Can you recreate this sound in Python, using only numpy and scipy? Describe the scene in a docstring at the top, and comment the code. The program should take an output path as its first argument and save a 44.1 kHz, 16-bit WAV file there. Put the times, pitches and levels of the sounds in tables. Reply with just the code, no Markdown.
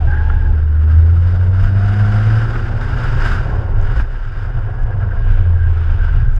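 """On a race track, the microphone riding in a camera case on the door of a straight-six race car.
The car leaves a bend on squealing tyres, pulls up a short straight, lifts off and squeals into the next.
From close by, the exhaust booms through the body and the tyres roar through the panels. Right at the
microphone, wind rushes round the ringing case and buffets its mount; bumps knock on the case, the mount
ticks, and the hardest bump jolts the door. A faint, thin whistle sits high above it all."""
import sys
import numpy as np
from scipy import signal
from scipy.fft import rfft, irfft, next_fast_len
from scipy.io import wavfile
from scipy.ndimage import uniform_filter1d, minimum_filter1d

SR = 44100
rng = np.random.default_rng(int(sys.argv[2]) if len(sys.argv) > 2 else 0)


def materialize(psi):
    """Save the field psi as 16-bit PCM at rate SR to the path in sys.argv[1].

    A 1-D psi becomes a single channel; in a 2-D psi each row is a channel.
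    """
    bounded = np.clip(np.atleast_2d(psi).T, -1, 1)
    quanta = np.round(bounded * 32767).astype(np.int16)
    wavfile.write(sys.argv[1], SR, quanta)


N = 281799
TIME = np.arange(N) / SR

# Levels in the tables are relative; each source sets its own gain.
# engine speed, all in one gear, so also the speed of the car: time_s, note_hz
EXHAUST_NOTE = [(0, 74), (.5, 75.3), (.85, 77.3), (1.3, 88.4), (2.1, 104.3), (3.1, 126), (3.55, 133.8),
                (3.8, 136.5), (4.25, 123.9), (4.8, 100.2), (5.3, 90), (5.62, 83.1), (6.39, 72.8)]
# throttle, down on the straight, lifted for the bend, then fed in briefly: time_s, load_db
THROTTLE = [(0, 1.5), (1, 0), (3.7, 1), (4.1, -17), (4.8, -14), (5.05, -7), (5.33, -8), (5.46, -1.5),
            (5.8, -8.5), (6.39, -7.5)]
# resonances of exhaust and body that the note and its octave sweep through: frequency_hz, level_db
EXHAUST_BOOM = [(70, -24), (82, -6), (91, -12.5), (104, -12), (111, -12), (116, -23), (128, -26.5),
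                (136, -35.5), (152, -37.5), (161, -44.5), (168, -35), (180, -31.5), (192, -31), (212, -27),
                (226, -39), (244, -36), (258, -50), (300, -32.5)]
# weaker engine orders: note_multiple, level_db
UPPER_ORDERS = [(1.5, -49.5), (2.5, -48), (3, -43), (3.5, -49.5), (4, -51.5), (4.5, -50.5), (5, -50.5),
                (5.5, -58), (6, -51.5), (7, -63)]
# belt-driven parts whining between the orders: note_multiple, level_db
BELT_WHINES = [(6.62, -47.5), (7.2, -46)]
# resonances of the car body: centre_hz, width_hz, lift_db
BODY_PANELS = [(239, 10, 8), (339.5, 33, 4.5), (403.4, 36, 5.5), (509.6, 89, 5.5), (722, 94, 3.5),
               (922, 75, 5.5), (1075, 75, 8.5)]

# spectrum of the rolling tyres: frequency_hz, level_db
ROAR_SPECTRUM = [(100, -3.5), (170, 6.5), (230, -5), (290, -4), (400, 1), (520, -3), (700, -1), (1100, -8),
                 (1600, -25), (3000, -61.5)]
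# smoother and coarser stretches of asphalt: middle_s, half_length_s, change_db
ASPHALT_PATCHES = [(0.685, 0.088, -2.5), (3.596, 0.19, 2), (4.194, 0.24, -7.5), (5.022, 0.15, 3),
                   (6.36, 0.046, -6.5)]
# tyres sliding in the bends: middle_s, half_length_s, level_db
TYRE_SLIDES = [(0.166, 0.37, -51.5), (5.347, 0.15, -49), (5.952, 0.39, -51.5)]
# spectrum of the scrubbing tread: frequency_hz, level_db
SCRUB_SPECTRUM = [(1500, -16), (2300, -0.5), (3000, -2.5), (3600, -9.5), (4200, -17), (8000, -30.5)]
# short squeals of the tread: start_s, length_s, pitch_hz, glide_hz_per_s, level_db
TYRE_SQUEALS = [(0, 0.062, 736, -900, -32.5), (0, 0.058, 1470, -400, -55), (0.059, 0.24, 851, 251, -36),
                (.065, 0.16, 1596, 115, -30.5), (0.095, 0.1, 1667, -2, -39.5), (0.198, 0.29, 1629, 3, -37),
                (0.292, 0.101, 860, 1103, -38), (0.412, .125, 860, 3, -39), (0.523, 0.12, 1594, -700, -45),
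                (4.651, .31, 1655, 98, -45.5), (4.899, .05, 1630, -4, -37), (5.009, 0.057, 1620, -1, -38),
                (5.099, 0.035, 1590, 2, -34), (5.158, 0.33, 1616, -5, -41.5), (5.549, 0.14, 1601, -5, -36),
                (5.989, 0.12, 1570, -200, -33.5), (6.18, 0.14, 1606, -500, -40.5)]

# spectrum of air and blows on the case: frequency_hz, level_db
CASE_SPECTRUM = [(200, 14.5), (500, -1), (900, 7), (1200, 6.5), (1700, 8), (2200, 0), (3300, -7),
                 (4100, -16.5), (5500, -18), (8000, -31.5), (10000, -29.5), (11500, -42.5), (15500, -40.5)]
# resonances of the case round the microphone: centre_hz, width_hz, lift_db
CASE_RESONANCES = [(1369, 202, 8.5), (1572, 164, 7.5), (2904, 240, 5), (3680, 130, 5), (4520, 43, 8),
                   (4957, 400, 8.5), (6525, 160, 4.5), (7600, 720, 6), (10500, 880, -3)]
# gusts breaking on the case: middle_s, half_length_s, level_db, fizz_offset_db
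CASE_GUSTS = [(.1, 0.56, -59, -3), (0.835, 0.028, -52.5, -9.5), (0.94, .07, -50, -7.5),
              (1.3, 0.29, -52, -5.5), (1.637, .07, -44.5, -7), (2.233, 0.53, -42, -7),
              (3.134, 0.4, -41.5, -7.5), (3.283, 0.098, -37, -6.5), (3.888, 0.092, -46.5, -10),
              (3.99, 0.032, -40.5, -6.5), (4.234, 0.27, -56, -5), (4.438, 0.075, -51.5, -8.5),
              (5.32, .1, -51, -11.5), (6.016, 0.32, -50.5, -10)]
# heavy buffets on the mount and the door: middle_s, half_length_s, level_db
WIND_BUFFETS = [(0.074, 0.047, -10), (0.397, 0.24, -13.5), (1.65, 0.041, -11.5), (3.21, 0.17, -14.5),
                (3.818, 0.09, -10), (3.997, 0.06, -12.5), (4.574, 0.059, -18.5), (4.844, 0.037, -10),
                (5.31, 0.15, -9.5), (5.639, 0.13, -14), (5.972, 0.14, -12.5), (6.263, 0.16, -9)]
# spectrum of the mount rocking at its one low resonance: frequency_hz, level_db
MOUNT_SPECTRUM = [(8, -35), (16, -17), (21, -11), (25, -3), (29, 3), (33, -3), (38, -9), (46, -16),
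                  (70, -31), (150, -60)]
# spectrum of the drumming door: frequency_hz, level_db
DOOR_SPECTRUM = [(25, -24), (48, 4.5), (70, -2), (90, 2), (108, 3.5), (128, -1), (145, -18.5), (200, -25),
                 (400, -78.5)]

# bumps knocking on the case: start_s, level_db, decay_s
CASE_KNOCKS = [(.301, -15, .0035), (2.556, -18, .01), (2.594, -25, .011), (2.659, -24, .015),
               (2.725, -32, .008), (3.999, -14, .005), (4.923, -33.5, .018), (5.027, -31, .018),
               (5.107, -34, .016)]
# small ticks of the mount: start_s, level_db
MOUNT_TICKS = [(3.814, -48), (3.826, -47), (4.796, -60), (4.834, -55), (5.303, -48), (6.282, -51),
               (6.312, -57), (6.347, -49), (6.363, -42)]
# spectrum of those ticks: frequency_hz, level_db
TICK_SPECTRUM = [(2000, -35), (3500, -8.5), (5200, -2.5), (6300, 3.5), (7800, -4.5), (10000, -14.5),
                 (15000, -34)]
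# the hardest bump jolting the door: middle_s, level_db, pitch_hz, half_length_s
DOOR_JOLT = (4, -6, 54.5, .03)


def amp(db):
    """Decibels to gain."""
    return 10 ** (np.asarray(db) / 20)


def unit_rms(x):
    """Scales to rms 1."""
    return x / np.sqrt(np.mean(x ** 2) + 1e-20)


def curve(rows):
    """A time table's value at every sample."""
    return np.interp(TIME, *np.transpose(rows))


def spectrum_db(points, hz):
    """A spectrum on a log-frequency axis, silent beyond its last point."""
    f, db = np.transpose(points)
    return np.interp(np.log(hz + 1), np.log(f), db, right=-np.inf)


def lifts(resonances, hz):
    """The dB that a set of resonances adds at each frequency."""
    return sum(db * np.exp(-2 * ((hz - f) / width) ** 2) for f, width, db in resonances)


def rolloff(ratio, order):
    """A filter skirt in dB: flat where ratio is well under 1."""
    return -10 * np.log10(1 + ratio ** (2 * order))


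def filtered(x, colour):
    """Filters x by colour(hz) in dB."""
    size = next_fast_len(N)
    return irfft(rfft(x, size) * amp(colour(np.fft.rfftfreq(size, 1 / SR))), size)[:N]


def shaped(x, colour):
    """Filters x and scales it to rms 1."""
    return unit_rms(filtered(x, colour))


def noise(points):
    """Noise of rms 1 with the given spectrum."""
    return shaped(rng.standard_normal(N), lambda hz: spectrum_db(points, hz))


def wander(rate_hz, size=N):
    """Random drift of rms about 1, up to about rate_hz."""
    count, step = 2 ** 14, 18
    hz = np.fft.rfftfreq(count, step / SR)
    slow = irfft(rfft(rng.standard_normal(count)) / (1 + (hz / rate_hz) ** 2))
    return np.interp(np.arange(size), np.arange(count) * step, unit_rms(slow))


def steadied(x, span_s):
    """Takes the slow swells out of a sound, so that a level curve can lead it."""
    span = int(span_s * SR)
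    power = uniform_filter1d(uniform_filter1d(x ** 2, span), span)
    return x / np.sqrt(abs(power) + 1e-6)


def swell(middle_s, half_s, squareness=2.8):
    """A rounded rise and fall, 1 at its top."""
    return np.exp(-(abs(TIME - middle_s) / half_s) ** squareness)


def swelling(rows, steady, offset_db=0):
    """A steady gain with swells on top, each shifted by offset_db; their powers add."""
    power = sum((amp(db + offset_db) * swell(middle, half)) ** 2 for middle, half, db in rows)
    return np.sqrt(steady ** 2 + power)


def burst(start_s, decay_s):
    """The envelope of a blow: sudden start, exponential fall."""
    return (TIME >= start_s) * np.exp(-abs(TIME - start_s) / decay_s)


def with_speed(cruise_db, db_per_octave, cruise_hz=100):
    """A gain that grows with the car's speed: cruise_db when the exhaust note is at cruise_hz."""
    return amp(cruise_db + db_per_octave * np.log2(curve(EXHAUST_NOTE) / cruise_hz))


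def surface():
    """The gain of the roar and the drumming on each stretch of asphalt."""
    return amp(sum(db * swell(middle, half) for middle, half, db in ASPHALT_PATCHES))


def case_colour(hz):
    """The case as heard from inside, in dB: a falling spectrum lifted at its resonances."""
    return spectrum_db(CASE_SPECTRUM, hz) + lifts(CASE_RESONANCES, hz)


def engine(flutter=.0034, throb=.09, upper_rough=.75, whine_rough=.23, whine_peak_hz=100):
    """The exhaust booms through the body; rougher orders and belt whine ring the panels in passing."""
    hz, load_db = curve(EXHAUST_NOTE), curve(THROTTLE)
    phase = 2 * np.pi * np.cumsum(hz * (1 + flutter * wander(12))) / SR

    def order(multiple, unevenness):
        tone = np.sqrt(2) * np.sin(multiple * phase + 2 * np.pi * rng.random())
        return tone * (1 + unevenness * wander(18))

    boom = amp(spectrum_db(EXHAUST_BOOM, hz) + load_db) * order(1, throb)
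    octave = amp(spectrum_db(EXHAUST_BOOM, 2 * hz) + 1.4 * load_db - 1) * order(2, throb)
    upper = amp(load_db - 4.5) * sum(amp(db) * order(k, upper_rough) for k, db in UPPER_ORDERS)
    belts = sum(amp(db) * order(k, whine_rough) for k, db in BELT_WHINES)
    # the whine fades as the exhaust note moves to either side of whine_peak_hz
    fade_db = .95 * np.maximum(whine_peak_hz - hz, 0) + .4 * np.maximum(hz - whine_peak_hz, 0)
    whine = amp(1 + load_db - fade_db) * belts
    ringing_upper = filtered(upper, lambda f: lifts(BODY_PANELS, f))
    ringing_whine = filtered(whine, lambda f: 1.7 * lifts(BODY_PANELS, f))
    return boom + octave + ringing_upper + ringing_whine


def road_roar(patchy_db=2):
    """Tyres roll, heard through the panels: louder with speed and in slides, uneven with the asphalt."""
    roar = shaped(rng.standard_normal(N),
                  lambda hz: spectrum_db(ROAR_SPECTRUM, hz) + lifts(BODY_PANELS, hz))
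    rolling = swelling(TYRE_SLIDES, with_speed(-38.5, db_per_octave=9), offset_db=7)
    return rolling * surface() * amp(patchy_db * wander(31)) * roar


def tyre_scrub():
    """The tread scrubs grittily over the asphalt in each slide."""
    return swelling(TYRE_SLIDES, 0) * noise(SCRUB_SPECTRUM)


def squeal(length_s, pitch_hz, glide_hz_per_s, level_db, edge_s=.012, jitter=.016, chatter_db=3):
    """Tread sticks and slips, rougher the harder it slides; a second tyre sings a little lower."""
    t = np.arange(0, length_s, 1 / SR)
    hz = pitch_hz + glide_hz_per_s * (t - length_s / 2)
    envelope = np.minimum(np.minimum(t, length_s - t) / edge_s, 1)
    rough = amp(.5 * (level_db + 34))  # 1 in a hard slide

    def tyre(centre_hz):
        unsteady_hz = centre_hz * (1 + rough * jitter * wander(59, len(t)))
        phase = 2 * np.pi * np.cumsum(unsteady_hz) / SR
        grit = rough * .45 * wander(220, len(t))  # coarse asphalt trips single slips
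        chatter = amp(chatter_db * wander(42, len(t)))
        return steadied(chatter * np.sin(phase + grit), span_s=.094)

    return envelope * amp(level_db - 1.9) * (tyre(hz) + amp(-7) * tyre(.94 * hz))


def tyre_squeals():
    """The tyres squeal in short bursts, out of one bend and into the next."""
    mix = np.zeros(N)
    for start_s, *row in TYRE_SQUEALS:
        sound = squeal(*row)
        part = mix[round(start_s * SR):][:len(sound)]
        part += sound[:len(part)]
    return mix


def wind(flutter_db=1.39, crackle_db=1, split_hz=3600):
    """Eddies break on the case, right at the microphone: rush and fizz, rising with speed and in gusts."""
    steady = with_speed(-53, db_per_octave=5)
    rush_gain = swelling([(s, half, db) for s, half, db, _ in CASE_GUSTS], steady)
    fizz_gusts = [(s, half, db + fizz_db) for s, half, db, fizz_db in CASE_GUSTS]
    fizz_gain = swelling(fizz_gusts, steady * amp(-11.5))
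    eddies = amp(flutter_db * wander(29))
    air = eddies * rng.standard_normal(N)
    rush = shaped(air, lambda hz: case_colour(hz) + rolloff(hz / split_hz, order=4))
    crackle = eddies * amp(crackle_db * wander(350)) * rng.standard_normal(N)
    fizz = shaped(crackle, lambda hz: case_colour(hz) + rolloff(split_hz / (hz + 1), order=6))
    return amp(13) * rush_gain * rush + amp(1) * fizz_gain * fizz


def buffeting():
    """The airstream rocks the mount and drums on the door, harder with speed and in each buffet."""
    mount_gain = swelling(WIND_BUFFETS, with_speed(-21, db_per_octave=4))
    door_gain = swelling(WIND_BUFFETS, with_speed(-22, db_per_octave=7) * surface(), offset_db=-8)
    rocking = steadied(noise(MOUNT_SPECTRUM), span_s=.069)
    drumming = steadied(noise(DOOR_SPECTRUM), span_s=.69)
    return mount_gain * rocking + door_gain * drumming


def whistle(pitch_hz=14760, level_db=-82, waver=.001):
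    """A faint, thin whistle high above everything."""
    hz = pitch_hz * (1 + waver * wander(20))
    return amp(level_db) * np.sin(2 * np.pi * np.cumsum(hz) / SR)


def case_knocks(dull_hz=2150, ring_db=-3):
    """Bumps ring the whole case dully round the microphone."""
    envelope = sum(amp(db) * burst(s, decay_s) for s, db, decay_s in CASE_KNOCKS)
    blows = envelope * np.sign(rng.standard_normal(N))
    return filtered(blows, lambda hz: ring_db + case_colour(hz) + rolloff(hz / dull_hz, order=2))


def mount_ticks(decay_s=.0016):
    """The mount gives short, bright ticks."""
    return sum(amp(db) * burst(s, decay_s) for s, db in MOUNT_TICKS) * noise(TICK_SPECTRUM)


def door_jolt():
    """The hardest bump swings the door through a few low cycles."""
    middle_s, level_db, pitch_hz, half_s = DOOR_JOLT
    swing = np.sin(2 * np.pi * pitch_hz * (TIME - middle_s))
    return amp(level_db) * swell(middle_s, half_s, squareness=2) * swing


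def scene():
    """Everything reaches the one microphone on the door."""
    car = engine() + road_roar() + tyre_scrub() + tyre_squeals()
    air = wind() + buffeting()
    bumps = case_knocks() + mount_ticks() + door_jolt()
    return (car + air + bumps + whistle())[None]


def record(dry, ceiling=.9, hold_samples=900, top_hz=15700):
    """Behind the microphone, a limiter holds down the biggest bass swings; soft ends, then a low-pass."""
    reduction = ceiling / np.maximum(abs(dry[0]), ceiling)
    gain = uniform_filter1d(minimum_filter1d(reduction, 2 * hold_samples), hold_samples)
    ends = signal.windows.tukey(N, .002)
    low_pass = signal.firwin(511, top_hz, window=("kaiser", 9), fs=SR)
    return signal.oaconvolve(dry * gain * ends, low_pass[None], "same")


dry = scene()
out = record(dry)
materialize(out)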